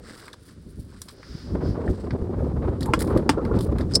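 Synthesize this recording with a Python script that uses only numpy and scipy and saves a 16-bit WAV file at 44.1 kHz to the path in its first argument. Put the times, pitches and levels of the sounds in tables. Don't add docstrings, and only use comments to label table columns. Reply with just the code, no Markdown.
import sys
import numpy as np
from scipy import signal
from scipy.fft import rfft, irfft
from scipy.io import wavfile
from scipy.ndimage import uniform_filter1d

SR = 44100
rng = np.random.default_rng(int(sys.argv[2]) if len(sys.argv) > 2 else 0)


def dump_mix(stems):
    frames = np.atleast_2d(stems).T
    limited = np.clip(frames, -1, 1)
    pcm = np.round(limited * 32767).astype(np.int16)
    wavfile.write(sys.argv[1], SR, pcm)


N = 176400

# start in seconds, main ring in Hz, level in dB, brightness in dB per octave.
BLADE_CONTACTS = [(.3305, 3600, -36, -4), (1.018, 5830, -29.5, 0), (3.2922, 5200, -24.5, 0),
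                  (3.2974, 5370, -19, 6), (3.937, 5000, -20.5, -5), (3.9448, 5000, -18, -9),
                  (3.9505, 5000, -15, -6), (3.9525, 5200, -9, 5.5), (3.9554, 5194, -1, -6),
                  (3.9585, 5240, -10, -7), (3.967, 5390, -22, 1)]
# start in seconds, wall level in dB, wall pitch ratio,
# crack level in dB, thud pitch in Hz, thud level in dB.
BUCKET_KNOCKS = [(2.9352, -11, 1.0, -14, 315, -11.5), (3.2923, -14, .84, -9.5, 280.6, -5)]
# base pitch in Hz, relative level in dB, free t60 in seconds.
BLADE_MODES = [(4150, -16, 0.022), (4840, -9, 0.017), (5080, -10, 0.023), (5217, 1, 0.041),
               (5700, -16, 0.027), (7380, -9, .03), (8390, -7.5, .028), (8600, -10, .028),
               (9240, -15, .035), (10000, -17, 0.04)]
WALL_MODES = [(490, -4, 0.045), (614, -6.5, 0.044), (900, -9, 0.025), (1053, 2.5, 0.038), (1362, 1, 0.036),
              (1635, -5, 0.036), (2100, -6, 0.032), (2474, -6, 0.027), (2830, -7, 0.028),
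              (3320, -12, 0.044)]
# start in seconds, low ring in Hz, high ring in Hz, level in dB.
POPS_AND_BUMPS = [(1.658, 421, 1526, -23), (1.789, 486, 890, -21), (1.85, 410, 845, -21.5),
                  (2.292, 370, 735, -17), (2.421, 523, 784, -19), (2.878, 900, 1110, -25),
                  (3.082, 293, 1040, -14), (3.11, 404, 1195, -12), (3.138, 430, 905, -16),
                  (3.162, 517, 1180, -10.5), (3.373, 386, 1250, -14), (3.394, 520, 1080, -18),
                  (3.441, 316, 900, -16), (3.511, 444, 1113, -12.5), (3.552, 458, 1205, -19.5),
                  (3.688, 560, 1170, -20.5)]
# start in seconds, then body, snap and edge levels in dB.
SHELL_TICKS = [(.2798, -35.5, -46, -47), (.33, -53, -39.5, -48), (1.017, -45.5, -39, -30),
               (1.085, -53, -36, -43), (1.2297, -37, -54, -64), (1.877, -32, -55, -64),
               (2.1067, -30, -38.5, -62), (2.8073, -56, -35.5, -36), (2.829, -46, -29.5, -34),
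               (2.8577, -39, -48, -33.5), (2.9913, -42, -35.5, -31), (2.9992, -42, -40, -33),
               (3.0052, -30, -36.5, -24), (3.018, -29, -37, -37), (3.075, -36, -43, -54),
               (3.1738, -33, -36, -35.5), (3.45, -31.5, -41.5, -48.5), (3.5883, -51, -36.5, -39),
               (3.6074, -45, -32.5, -35.5), (3.784, -31, -40.5, -40.5), (3.8088, -37, -38.5, -48)]
SHELL_BANDS = [(1000, 2090), (3300, 5200), (7400, 13600)]
# peak time, rise and fall in seconds, level in dB.
CRAB_SHIFTS = [(2.89, 0.022, 0.021, -33), (3.39, 0.026, 0.034, -41.5), (3.52, .06, 0.045, -41.5)]
SHELL_SCRAPES = [(.09, 0.056, 0.14, -50.5), (.23, 0.049, .07, -53), (.337, 0.006, 0.0084, -46),
                 (.49, 0.014, 0.032, -53), (.96, 0.059, 0.038, -56.5), (1.092, .012, 0.021, -49),
                 (1.95, 0.13, 0.11, -55.5), (2.826, 0.011, 0.0071, -42.5), (3.56, .01, 0.014, -50),
                 (3.81, 0.021, 0.018, -51.5), (3.93, 0.023, 0.037, -47)]
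LEG_SCRABBLES = [(.2, 0.07, 0.11, -56.5), (.46, 0.042, 0.048, -52.5), (.77, 0.19, 0.16, -62.5),
                 (1.07, 0.07, 0.065, -52.5), (3.008, 0.013, 0.029, -39), (3.085, 0.034, 0.053, -53.5),
                 (3.615, 0.02, 0.044, -45.5)]
HISS_SWELLS = [(1.37, 0.18, 0.16, -49.5), (1.68, 0.05, 0.063, -50.5)]
# time in seconds, rumble level in dB, flutter level in dB.
WIND_LEVELS = [(0, -47, -50), (.3, -54.5, -51), (.45, -51.5, -61.5), (.56, -47, -66.5), (.8, -43, -60.5),
               (1.0, -45.5, -64.5), (1.15, -54.5, -55.5), (1.44, -40.5, -52.5), (1.53, -27, -35),
               (1.86, -27.5, -34), (1.98, -33.5, -39.5), (2.08, -29, -35), (2.72, -26.5, -34.5),
               (2.82, -29, -36), (2.9, -25.5, -33), (3.12, -24, -29), (3.23, -29, -34), (3.4, -25.5, -29.5),
               (3.55, -23.5, -29.5), (3.8, -24.5, -35), (3.9, -25.5, -43), (4.0, -25, -30)]
# peak time and half length in seconds, rumble and flutter boosts in dB.
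WIND_BUFFETS = [(0.67, 0.0092, 8.5, 3), (.795, 0.016, 12.5, 7), (1.311, 0.017, 11.5, -5),
                (1.354, 0.011, 9, 1), (1.554, 0.0085, 4.5, 11.5), (1.664, 0.012, 6, 7),
                (1.696, 0.02, 6.5, -4), (1.904, .015, 13.5, 7.5), (2.133, 0.014, 7, 2.5),
                (2.223, 0.0057, 8, 3.5), (2.686, 0.011, 2.5, 7.5), (3.166, 0.014, 11.5, 9),
                (3.536, 0.034, 5, 1.5)]
# frequency in Hz, relative spectral density in dB.
RASP_SPECTRUM = [(3200, -23.5), (5200, 6), (6600, -16), (8200, -5), (10400, -10), (12000, -27)]
CRACK_SPECTRUM = [(300, -11), (1100, 5), (2400, -8.5), (3300, -6), (4000, -12.5), (5000, -6), (6400, -18.5),
                  (8200, -11), (12000, -25), (15500, -25)]
GRIT_SPECTRUM = [(250, 0.5), (800, -11), (1300, -1), (1900, -4.5), (2600, -10.5), (3600, -7.5),
                 (5000, -2.5), (6500, -17), (8200, -6.5), (11000, -20), (15500, -20)]
LEG_SPECTRUM = [(800, -18), (2500, -13.5), (4800, -1), (6500, -11), (9300, 1.5), (11000, -2), (12800, -3.5),
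                (15000, -3)]
RUMBLE_SPECTRUM = [(15, -48), (28, -23), (48, -2), (70, 1), (130, -5), (250, -7.5), (400, -16),
                   (600, -32.5), (1200, -64)]
FLUTTER_SPECTRUM = [(90, -20), (220, -6), (370, 1), (520, -4.5), (750, -15.5), (1150, -25), (1700, -34.5),
                    (2600, -48.5), (5000, -54), (9000, -78)]
SPUTTER_SPECTRUM = [(250, -10), (600, 0.5), (1050, 1.5), (1600, -9.5), (2100, -16.5), (2800, -24),
                    (4600, -28.5), (7000, -47)]
SHORE_SPECTRUM = [(100, 3), (500, 0), (800, -13), (1400, -2.5), (2600, -13), (4800, -7.5), (6500, -16),
                  (9500, -12.5), (12500, -33), (15500, -25)]
HISS_SPECTRUM = [(700, -18), (1400, -3), (2600, -13.5), (4000, -7.5), (5000, 1), (6500, -17.5),
                 (8500, -20.5), (12000, -24), (15500, -23)]
# frequency in Hz, gain in dB.
MIC_RESPONSE = [(1000, 1), (10000, -1), (11800, -5.5), (12600, -13), (13800, -5), (15500, -5)]

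HIT_S, TICK_ATTACK_S, WALL_ATTACK_S, BLADE_ATTACK_S = .15, 0.0011, 0.0014, 0.00061
FREE_RING_DB, RASP_DB = -12.5, -11.5


def tongs():
    out = np.zeros(N)
    grip = fade(0.0092, BLADE_ATTACK_S) + undb(FREE_RING_DB)
    rasp_fade = fade(0.037, BLADE_ATTACK_S)
    main_hz = BLADE_MODES[3][0]
    for at, ring_hz, db, tilt in BLADE_CONTACTS:
        modes = [(hz * ring_hz / main_hz, level + tilt * np.log2(hz / main_hz), t60)
                 for hz, level, t60 in BLADE_MODES]
        rasp = undb(RASP_DB + tilt / 2) * colour(rng.standard_normal(len(grip)), RASP_SPECTRUM)
        clink = ring(modes, BLADE_ATTACK_S, scatter=0.27)
        add(out, at, undb(db) * (clink * grip + rasp * rasp_fade))
    return out


def bucket():
    out = np.zeros(N)
    crack_fade = fade(0.018, WALL_ATTACK_S) + undb(-11) * fade(0.096, WALL_ATTACK_S)
    for at, wall_db, ratio, crack_db, thud_hz, thud_db in BUCKET_KNOCKS:
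        wall = [(hz * ratio, db, t60) for hz, db, t60 in WALL_MODES]
        add(out, at, undb(wall_db) * ring(wall, WALL_ATTACK_S, scatter=0.93))
        add(out, at, ring([(thud_hz, thud_db, 0.066)], attack=0.0047))
        crack = colour(rng.standard_normal(len(crack_fade)), CRACK_SPECTRUM)
        add(out, at, undb(crack_db) * crack * crack_fade)
    return out


def pops_and_jostling():
    out = patter(hz=1080, octaves=.4, t60=.06, count=400) * swells(CRAB_SHIFTS)
    for at, low_hz, high_hz, db in POPS_AND_BUMPS:
        modes = [(low_hz, db, 0.049), (high_hz, db - 12.5, 0.039)]
        add(out, at, ring(modes, attack=0.0033))
    return out


def ticks():
    out = np.zeros(N)
    shape = fade(0.022, TICK_ATTACK_S) + undb(-15.5) * fade(0.14, TICK_ATTACK_S)
    for band, edges in enumerate(SHELL_BANDS):
        bandpass = signal.butter(3, edges, "band", fs=SR, output="sos")
        bursts = unit(signal.sosfilt(bandpass, rng.standard_normal((len(SHELL_TICKS), len(shape)))))
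        for (at, *band_db), burst in zip(SHELL_TICKS, bursts):
            add(out, at, undb(band_db[band] - 0.5) * burst * shape)
    return out


def scraping():
    grit = colour(grains(rate=1500, spread_db=1.5), GRIT_SPECTRUM) * undb(2.24 * walk(90))
    crunch = undb(-4.5) * patter(hz=1396, octaves=0.534, t60=0.011, count=700)
    return (grit + crunch) * swells(SHELL_SCRAPES)


def scrabbling():
    crackle = colour(grains(rate=2200, spread_db=3), LEG_SPECTRUM)
    flurries = undb(3.5 * walk(120) + 2.5 * walk(35))
    return crackle * flurries * swells(LEG_SCRABBLES)


def wind():
    times, rumble_db, flutter_db = np.array(WIND_LEVELS).T
    rumble_boost = bumps([(at, half, half, db) for at, half, db, _ in WIND_BUFFETS])
    flutter_boost = bumps([(at, half, half, db) for at, half, _, db in WIND_BUFFETS])
    rumble_gain = undb(np.interp(clock(), times, rumble_db) + rumble_boost)
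    flutter_gain = undb(np.interp(clock(), times, flutter_db) + flutter_boost)
    rumble = colour(rng.standard_normal(N), RUMBLE_SPECTRUM)
    steady_rumble = rumble / np.sqrt(uniform_filter1d(rumble ** 2, size=1500))
    rumble = unit(steady_rumble * undb(2.5 * walk(50)))
    eddies = np.minimum(walk(110), 2)
    flutter = colour(rng.standard_normal(N) * undb(4.5 * eddies), FLUTTER_SPECTRUM)
    spurts = rng.standard_normal(N) * undb(5 * np.minimum(.5 * eddies + walk(70), 2))
    sputter = undb(-13) * colour(spurts, SPUTTER_SPECTRUM)
    return rumble * rumble_gain + (flutter + sputter) * flutter_gain


def shore():
    bed = colour(rng.standard_normal(N), SHORE_SPECTRUM) * undb(-61.5 + 0.91 * walk(9.3))
    return bed + colour(rng.standard_normal(N), HISS_SPECTRUM) * swells(HISS_SWELLS)


def ring(modes, attack, scatter=0):
    phases = scatter * rng.random(len(modes))
    return sum(undb(db) * np.sin(2 * np.pi * (hz * hit_clock() + phase)) * fade(t60, attack)
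               for (hz, db, t60), phase in zip(modes, phases))


def patter(hz, octaves, t60, count):
    out = np.zeros(N)
    for slot, (late, pitch, size) in enumerate(rng.random((count, 3))):
        tap_hz = hz * 2 ** (octaves * (2 * pitch - 1))
        add(out, (slot + late) / count * N / SR, size * ring([(tap_hz, 0, t60)], TICK_ATTACK_S))
    return unit(out)


def grains(rate, spread_db):
    impacts = (rng.random(N) < rate / SR) * rng.choice([-1, 1], N)
    return impacts * undb(spread_db * np.minimum(rng.exponential(size=N), 4))


def fade(t60, attack):
    age = hit_clock()
    return np.minimum(age / attack, 1) * np.exp(-np.log(1000) * age / t60)


def swells(rows):
    return bumps([(at, rise, fall, undb(db)) for at, rise, fall, db in rows])


def bumps(rows):
    t = clock()
    coarse = t[::32]
    bells = (height * np.exp(-np.minimum(((coarse - at) / np.where(coarse < at, rise, fall)) ** 2, 20))
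             for at, rise, fall, height in rows)
    return np.interp(t, coarse, sum(bells))


def walk(rate):
    knots = rng.standard_normal(4096)
    return unit(np.interp(clock() * rate, np.arange(len(knots)), knots))


def colour(x, points):
    return unit(equalise(x, points))


def equalise(x, points):
    hz, db = np.array(points).T
    bin_hz = np.maximum(np.fft.rfftfreq(x.shape[-1], 1 / SR), 1)
    gain = undb(np.interp(np.log(bin_hz), np.log(hz), db))
    return irfft(rfft(x) * gain, x.shape[-1])


def add(out, start, sound):
    first = int(np.clip(start * SR, 0, N - 1))
    out[first:first + len(sound)] += sound[:N - first]


def undb(db):
    return 10 ** (np.asarray(db) / 20)


def unit(x):
    return x / np.sqrt(np.mean(x ** 2))


def clock():
    return np.arange(N) / SR


def hit_clock():
    return np.arange(int(HIT_S * SR)) / SR


def scene():
    mix = wind() + shore() + scraping() + scrabbling() + ticks() + pops_and_jostling()
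    return (mix + bucket() + tongs())[None]


def record(dry):
    lowpass = signal.ellip(8, .2, 70, 15900, fs=SR, output="sos")
    return signal.sosfilt(lowpass, np.tanh(equalise(dry, MIC_RESPONSE)))


dry = scene()
out = record(dry)
dump_mix(out)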